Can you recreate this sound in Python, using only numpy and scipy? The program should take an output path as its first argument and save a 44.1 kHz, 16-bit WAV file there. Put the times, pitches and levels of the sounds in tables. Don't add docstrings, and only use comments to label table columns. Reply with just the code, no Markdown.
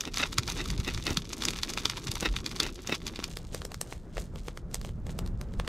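import sys
import numpy as np
from scipy import signal
from scipy.fft import rfft, irfft
from scipy.io import wavfile
from scipy.ndimage import uniform_filter1d

SR = 44100
rng = np.random.default_rng(int(sys.argv[2]) if len(sys.argv) > 2 else 0)


def wav_out(sig):
    wavfile.write(sys.argv[1], SR, np.round(np.clip(np.atleast_2d(sig).T, -1, 1) * 32767).astype(np.int16))


N = 250488
MOVE_S = 3.28


def undb(db):
    return 10 ** (np.asarray(db) / 20)


def unit(x):
    return x / np.sqrt(np.mean(x ** 2) + 1e-20)


def curve(table, axis):
    rows = np.array(table)
    return np.interp(np.arange(N) / SR, rows[:, 0], rows[:, axis])


def freqs(x):
    return np.maximum(np.fft.rfftfreq(x.shape[-1], 1 / SR), 1)


def colour(x, points):
    hz, db = np.transpose(points)
    gain = undb(np.interp(np.log(freqs(x)), np.log(hz), db))
    return irfft(rfft(x) * gain, x.shape[-1])


def ring(x, modes):
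    f = freqs(x)
    response = sum(undb(db) / (1 + 1j * (f * f - hz * hz) / (f * width)) for hz, width, db in modes)
    return irfft(rfft(x) * response, x.shape[-1])


def walk(rate):
    hold = max(int(SR / rate), 1)
    steps = np.repeat(rng.standard_normal(N // hold + 1), hold)
    smooth = uniform_filter1d(uniform_filter1d(steps, hold), hold)
    return unit(smooth[:N])


def swell(t, rise, decay):
    return np.exp(np.minimum(t, 0) / rise - np.maximum(t, 0) / decay)


def add(out, sound, start):
    a, b = max(start, 0), min(start + sound.shape[-1], N)
    out[:, a:b] += sound[:, a - start:b - start]


def clearing(x, ground_db, trees_db, ground_s, trees_s, size=16384):
    t = np.arange(size) / SR
    noise = rng.standard_normal((2, size)) * (1 - np.exp(-t / 0.00078))
    ground = undb(ground_db) * unit(noise * np.exp(-t / ground_s))
    trees = undb(trees_db) * unit(noise[::-1] * np.exp(-t / trees_s))
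    echo = (ground + trees) / np.sqrt(size)
    return x + signal.fftconvolve(x, echo, axes=1)[:, :N]


# time in seconds, relative level in dB.
BLOW = [(0, -52), (.15, -43.5), (.45, -42), (1.1, -39), (1.4, -45), (2.0, -43.5), (2.67, -43), (2.8, -50),
        (3.4, -42.5), (4.0, -46.5), (4.3, -41.5), (4.6, -45), (4.95, -38.5), (5.25, -35.5), (5.68, -41.5)]
# frequency in Hz, relative level in dB.
RUMBLE_SPECTRUM = [(14, -21), (25, -0.5), (60, -3.5), (110, -8.5), (170, -9), (260, -21.5), (500, -84.5)]
# frequency in Hz, relative level in dB.
FLUTTER_SPECTRUM = [(100, -11), (200, -3), (380, -3.5), (600, -11), (800, -16.5), (1400, -21), (3000, -39),
                    (7000, -45.5), (16000, -59)]
# frequency in Hz, width in Hz, relative level in dB.
MOUNT_MODES = [(237, 86, 0.92), (330, 150, 0.5)]
FLAMES_USUAL_DB = -43
FLUTTER_DB_PER_DB = 0.3


def flames(worn, rumble_db=5.5, flutter_db=-49.5, mount_db=1, shield_db=-3, lick_db=2.5, gust_db=1.43):
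    blow = curve(BLOW, axis=1)
    rumble = unit(colour(rng.standard_normal((2, N)), RUMBLE_SPECTRUM))
    rumble = rumble * undb(blow + rumble_db + gust_db * walk(14))
    licks = flutter_db + FLUTTER_DB_PER_DB * (blow - FLAMES_USUAL_DB) + lick_db * walk(30)
    flutter = unit(colour(rng.standard_normal((2, N)), FLUTTER_SPECTRUM)) * undb(licks)
    boom = undb(mount_db) * ring(flutter * worn, MOUNT_MODES)
    return rumble + flutter * undb(shield_db * worn) + boom


# centre in seconds, pitch in Hz, half-width of the bell envelope in cycles,
# level in dB of the sine before that envelope.
AIR_PUFFS = [(.394, 110, 0.74, -21.5), (0.796, 81, 0.4, -18.5), (.966, 76.4, 0.21, -22.5),
             (1.118, 71, 0.82, -25.5), (1.179, 171, 0.92, -23.5), (2.097, 103, 0.53, -24),
             (2.313, 44, 1.6, -25.5), (4.189, 40.6, 1.2, -30), (5.588, 31.6, 0.27, -17)]


def puffs():
    t = np.arange(N) / SR
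    total = 0
    for s, hz, cycles, db in AIR_PUFFS:
        envelope = np.exp(-((t - s) * hz / cycles) ** 2)
        total = total - undb(db) * envelope * np.sin(2 * np.pi * hz * (t - s))
    return total


# peak in seconds, decay in seconds, level in dB, mount thud in dB relative to the ringing.
GEAR_RATTLES = [(.075, 0.0096, -39.5, 6), (0.2, 0.0071, -25, -6), (0.233, 0.0055, -19.5, -20),
                (.605, 0.013, -32, -7.5), (0.881, 0.0095, -28.5, -1), (1.078, 0.022, -32, -1.5),
                (1.111, 0.013, -42.5, 12.5), (2.229, 0.009, -36.5, 9), (2.259, 0.0096, -23, -4.5),
                (2.639, 0.022, -35.5, 0.5), (2.896, 0.0052, -33, 5.5), (2.924, 0.006, -23.5, -1),
                (3.19, 0.0035, -41.5, 11.5)]
# frequency in Hz, width in Hz, relative level in dB.
GEAR_MODES = [(810, 290, -1.5), (1320, 370, 1), (1965, 340, 5.5), (2610, 150, 11), (3680, 160, 7),
              (5190, 1200, 2.5)]
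# frequency in Hz, relative level in dB.
SOFT_CONTACT = [(4000, 15), (7000, -3), (16000, -38)]
RATTLE_RISE = 0.76


def rattles(rate=900, size=8192, level_db=0):
    out, t = np.zeros((2, N)), (np.arange(size) - size // 2) / SR
    for s, decay, db, thud_db in GEAR_RATTLES:
        force = swell(t, RATTLE_RISE * decay, decay)
        contacts = (rng.random(size) < rate / SR) * rng.standard_normal(size)
        chatter = (unit(contacts) + rng.standard_normal(size) / 2) * force
        ringing = unit(colour(ring(chatter, GEAR_MODES), SOFT_CONTACT))
        thud = undb(thud_db) * unit(ring(chatter, MOUNT_MODES))
        gain = undb(db + level_db) * np.sqrt(np.mean(force ** 2))
        add(out, gain * (ringing + thud)[None], int(s * SR) - size // 2)
    return out


BURST_BANDS = [1100, 2100, 3900, 7000, 12000]
# frequency in Hz, relative level in dB.
BURST_COLOUR = [(200, -7.5), (700, 7), (1300, 6), (3500, 9), (6500, 5), (8200, 0.5), (11000, -4),
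                (12500, -4.5), (16000, -19)]
GRAIN_S = .003


def grains(rate, spread_db, fizz_db, octaves=1.43):
    at = np.flatnonzero(rng.random(N) < rate / SR)
    sizes = undb(spread_db * np.minimum(rng.exponential(size=len(at)), 3.5))
    sizes = sizes * rng.choice([-1, 1], len(at))
    bands = np.log2(BURST_BANDS)
    pitches = rng.uniform(bands[0] - .5, bands[-1] + .5, len(at))
    noise, spectrum = rng.standard_normal((2, N)), 0
    for band, only in zip(bands, np.eye(len(bands))):
        ticks = np.bincount(at, sizes * np.exp(-((pitches - band) / octaves) ** 2), N)
        fizz_power = signal.lfilter([1], [1, -np.exp(-2 / (GRAIN_S * SR))], ticks ** 2)
        bursts = unit(ticks) + undb(fizz_db) * unit(np.sqrt(fizz_power) * noise)
        spectrum = spectrum + rfft(bursts) * np.interp(np.log2(freqs(ticks)), bands, only)
    return unit(colour(irfft(spectrum, N), BURST_COLOUR))


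# time in seconds, relative level in dB.
CRACKLE_LEVEL = [(0, -67), (.11, -72), (.32, -67), (.55, -52), (.95, -48.5), (1.25, -54.5), (1.8, -52.5),
                 (2.1, -49), (2.8, -57), (3.3, -54.5), (3.5, -63), (4.05, -79.5), (4.7, -83), (5.68, -68)]


def crackle(level_db=3):
    ticks = grains(rate=550, spread_db=5.5, fizz_db=-2)
    return ticks * undb(curve(CRACKLE_LEVEL, axis=1) + level_db)


# peak in seconds, length in seconds, relative level in dB.
GAS_FLURRIES = [(.16, 0.014, -44), (.205, 0.024, -39.5), (.261, 0.013, -41.5), (.331, 0.0074, -41),
                (.495, 0.017, -40.5), (.577, 0.025, -44.5), (.657, 0.0028, -43), (1.098, 0.01, -47),
                (1.331, 0.0031, -37), (1.431, 0.021, -44), (1.699, 0.0074, -38.5), (1.806, 0.012, -44.5),
                (1.975, 0.0052, -35.5), (2.156, 0.0025, -39), (2.948, 0.0073, -39), (3.076, 0.0053, -44),
                (3.554, 0.019, -44), (3.907, 0.045, -52), (4.196, 0.03, -47.5), (4.385, 0.011, -51.5),
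                (4.475, 0.034, -55.5), (4.751, 0.015, -52.5), (4.85, 0.028, -52.5), (5.103, 0.016, -51.5)]
# length in s, relative level in dB at a pop of 0 dB
GAS_ABOVE, GAS_AFAR = (0.011, -46.5), (0.017, -55)
GAS_DB_PER_DB, GAS_LAG_S = 0.45, 0.0014
JET_RISE = 0.87


def sizzle(level_db=1.5, steepness=2.75):
    t = np.arange(0, N, 32) / SR
    jets = list(GAS_FLURRIES)
    for s, db, _ in TWIG_POPS:
        length, gas_db = GAS_ABOVE if s < MOVE_S else GAS_AFAR
        jets.append((s + GAS_LAG_S, length, gas_db + GAS_DB_PER_DB * db))
    power = 0
    for s, length, db in jets:
        age = (t - s) / np.where(t < s, JET_RISE * length, length)
        power = power + undb(2 * db) / (1 + age ** 2 / 2) ** steepness
    envelope = np.interp(np.arange(N) / SR, t, np.sqrt(power))
    return grains(rate=2200, spread_db=5, fizz_db=-2) * envelope * undb(level_db)


# time in seconds, relative strength in dB, pitch of the twig in Hz.
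TWIG_POPS = [(0.0088, 0.0, 6000), (0.038, -14, 1900.0), (0.0537, -8, 3840), (0.1427, -5.5, 4720),
             (0.1728, 2.0, 3460), (0.1832, -3.5, 6960), (0.3841, 10.5, 4500), (0.4337, -10, 4030),
             (0.4785, -4.5, 5030), (0.5003, -5, 7700), (0.5213, -6.5, 5000.0), (0.6588, -13.5, 4700.0),
             (0.7036, -3.5, 4500), (0.8023, -15.5, 3300.0), (0.8482, -10, 4640), (0.8785, -19, 2600.0),
             (0.9472, -8.5, 4900.0), (0.977, -6.5, 2900.0), (1.0678, 0.5, 4250), (1.1057, -7.0, 5400.0),
             (1.1725, 6, 4400), (1.3329, -8.5, 8100.0), (1.4225, -1, 3500.0), (1.437, -4.5, 3800.0),
             (1.4532, 3.5, 7200.0), (1.4854, 4.0, 3830), (1.507, -6.5, 8100.0), (1.535, -6.5, 2720),
             (1.561, -11, 2800.0), (1.5885, -7, 3300.0), (1.6335, 4, 4030), (1.7368, -6.5, 6400),
             (1.7755, 1, 2370), (1.7845, -4, 2900.0), (1.8559, 8, 3170), (1.8989, 0.5, 4730),
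             (2.0714, -7, 5650), (2.1167, -3, 9900), (2.1549, -9, 8600), (2.2082, -6, 9000),
             (2.3652, -1, 3020), (2.4631, -0.5, 5050), (2.5148, -8, 2900.0), (2.5631, -10, 4230),
             (2.6023, 9.0, 4100), (2.625, -12, 4400.0), (2.6321, -4.5, 7600.0), (2.6658, -5, 2650),
             (2.8741, -2.5, 5240), (3.0679, -5.5, 6030), (3.0803, -9, 4370), (3.16, -10.5, 3500.0),
             (3.2015, -14.5, 2280), (3.2416, -1.5, 5400), (3.3709, -7, 5000), (3.5474, -5.5, 4700),
             (3.6188, -12.5, 3320), (3.652, -6, 5600), (3.7188, -11, 3200), (3.7442, -10, 5200),
             (3.8141, -2.5, 8100.0), (3.9259, -11.5, 2200), (4.1705, -10.5, 2480), (4.1811, -10, 2230),
             (4.3587, -17.5, 3430), (4.4839, -8, 2660), (4.5745, -12, 3400), (4.714, -26.5, 5000.0),
             (4.7446, -3.5, 7350), (4.7548, -13.5, 5800.0), (4.8145, -17, 5000.0), (4.8487, -13.5, 3100.0),
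             (4.8918, -20.5, 3300.0), (5.068, -16.5, 4100.0), (5.0941, -19.5, 2200.0), (5.1904, -5, 4570),
             (5.2627, -18.5, 4400.0), (5.276, -20, 4670), (5.4135, -12.5, 4970), (5.5385, -22.5, 3630),
             (5.599, -4, 2360), (5.649, -20.5, 2200.0), (5.6775, -3.5, 2970)]
# frequency in Hz, relative level in dB.
ABOVE_COLOUR = [(80, 1), (400, -3), (1000, -4), (1900, .5), (2900, 1), (4800, -0.5), (6800, -3),
                (8000, -10.5), (12800, -15.5), (16000, -34.5)]
# frequency in Hz, relative level in dB.
AFAR_COLOUR = [(80, -3.5), (400, 2.5), (1000, 8), (1900, 6), (2900, 2.5), (4800, 1), (6800, -5.5),
               (8000, -6), (12800, -10.5), (16000, -29)]
TWIG_RING_DB, TWIG_Q = -3, 3.5
USUAL_TWIG_HZ, POP_PIVOT_HZ = 3800, 3000
TILT_PER_OCTAVE = 3.87


def pops(size=2048, swell_s=0.0016, splinter_s=0.001, splinter_db=1, pop_db=-5.0):
    out, t = np.zeros((2, N)), (np.arange(size) - size // 4) / SR
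    pulse = irfft(np.exp(-1j * np.sqrt(freqs(t) / 40)) * rfft(t == 0), size)
    for s, db, hz in TWIG_POPS:
        splinters = unit(rng.standard_normal((2, size)) * swell(t, swell_s, splinter_s))
        burst = pulse + undb(splinter_db) * splinters / np.sqrt(size)
        burst = burst + ring(burst, [(hz, hz / TWIG_Q, TWIG_RING_DB)])
        tilt = TILT_PER_OCTAVE * np.log2(hz / USUAL_TWIG_HZ)
        heard = ABOVE_COLOUR if s < MOVE_S else AFAR_COLOUR
        tone = [(f, base + tilt * np.log2(max(f / POP_PIVOT_HZ, 1 / 3))) for f, base in heard]
        add(out, undb(pop_db + db) * colour(burst, tone), int(s * SR) - size // 4)
    return out


# frequency in Hz, width in Hz, relative level in dB.
CASE_MODES = [(1246, 510, 9.5), (1860, 150, -18.5), (2440, 100, 8), (3540, 480, 3.5), (5150, 4840, 3)]
# frequency in Hz, gain in dB.
GROUND_COLOUR = [(250, 3.5), (480, 12), (900, -1), (1400, -1), (2100, -3), (5500, -1), (8600, 3),
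                 (10500, -2), (12300, -1)]


def scene():
    wood = pops() + crackle() + sizzle()
    worn = np.arange(N) / SR < MOVE_S
    near = clearing(wood * worn, ground_db=-9.5, trees_db=-21, ground_s=0.0056, trees_s=.018)
    near = undb(-3.0) * near + undb(-8.0) * ring(near, CASE_MODES)
    far = clearing(wood * ~worn, ground_db=-22, trees_db=-14.0, ground_s=0.018, trees_s=0.014)
    return near + colour(far, GROUND_COLOUR) + rattles() + flames(worn) + puffs()


# frequency in Hz, gain in dB.
SIDE_GAIN = [(30, -13), (120, -24), (400, -31), (1500, -19), (6000, -14), (10500, -10), (12000, 3)]
# frequency in Hz, right minus left in dB.
PORT_BALANCE = [(11000, 0), (12200, 5), (16000, 5)]
CEILING, TOP_HZ = .5, 15600


def record(dry):
    mid = (dry[0] + dry[1]) / 2
    side = colour((dry[0] - dry[1]) / 2, SIDE_GAIN)
    left = colour(mid + side, [(hz, -db / 2) for hz, db in PORT_BALANCE])
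    right = colour(mid - side, [(hz, db / 2) for hz, db in PORT_BALANCE])
    rounded = CEILING * np.tanh(np.array([left, right]) / CEILING)
    top_cut = signal.ellip(8, .2, 70, TOP_HZ, fs=SR, output="sos")
    return signal.sosfilt(top_cut, rounded)


dry = scene()
out = record(dry)
wav_out(out)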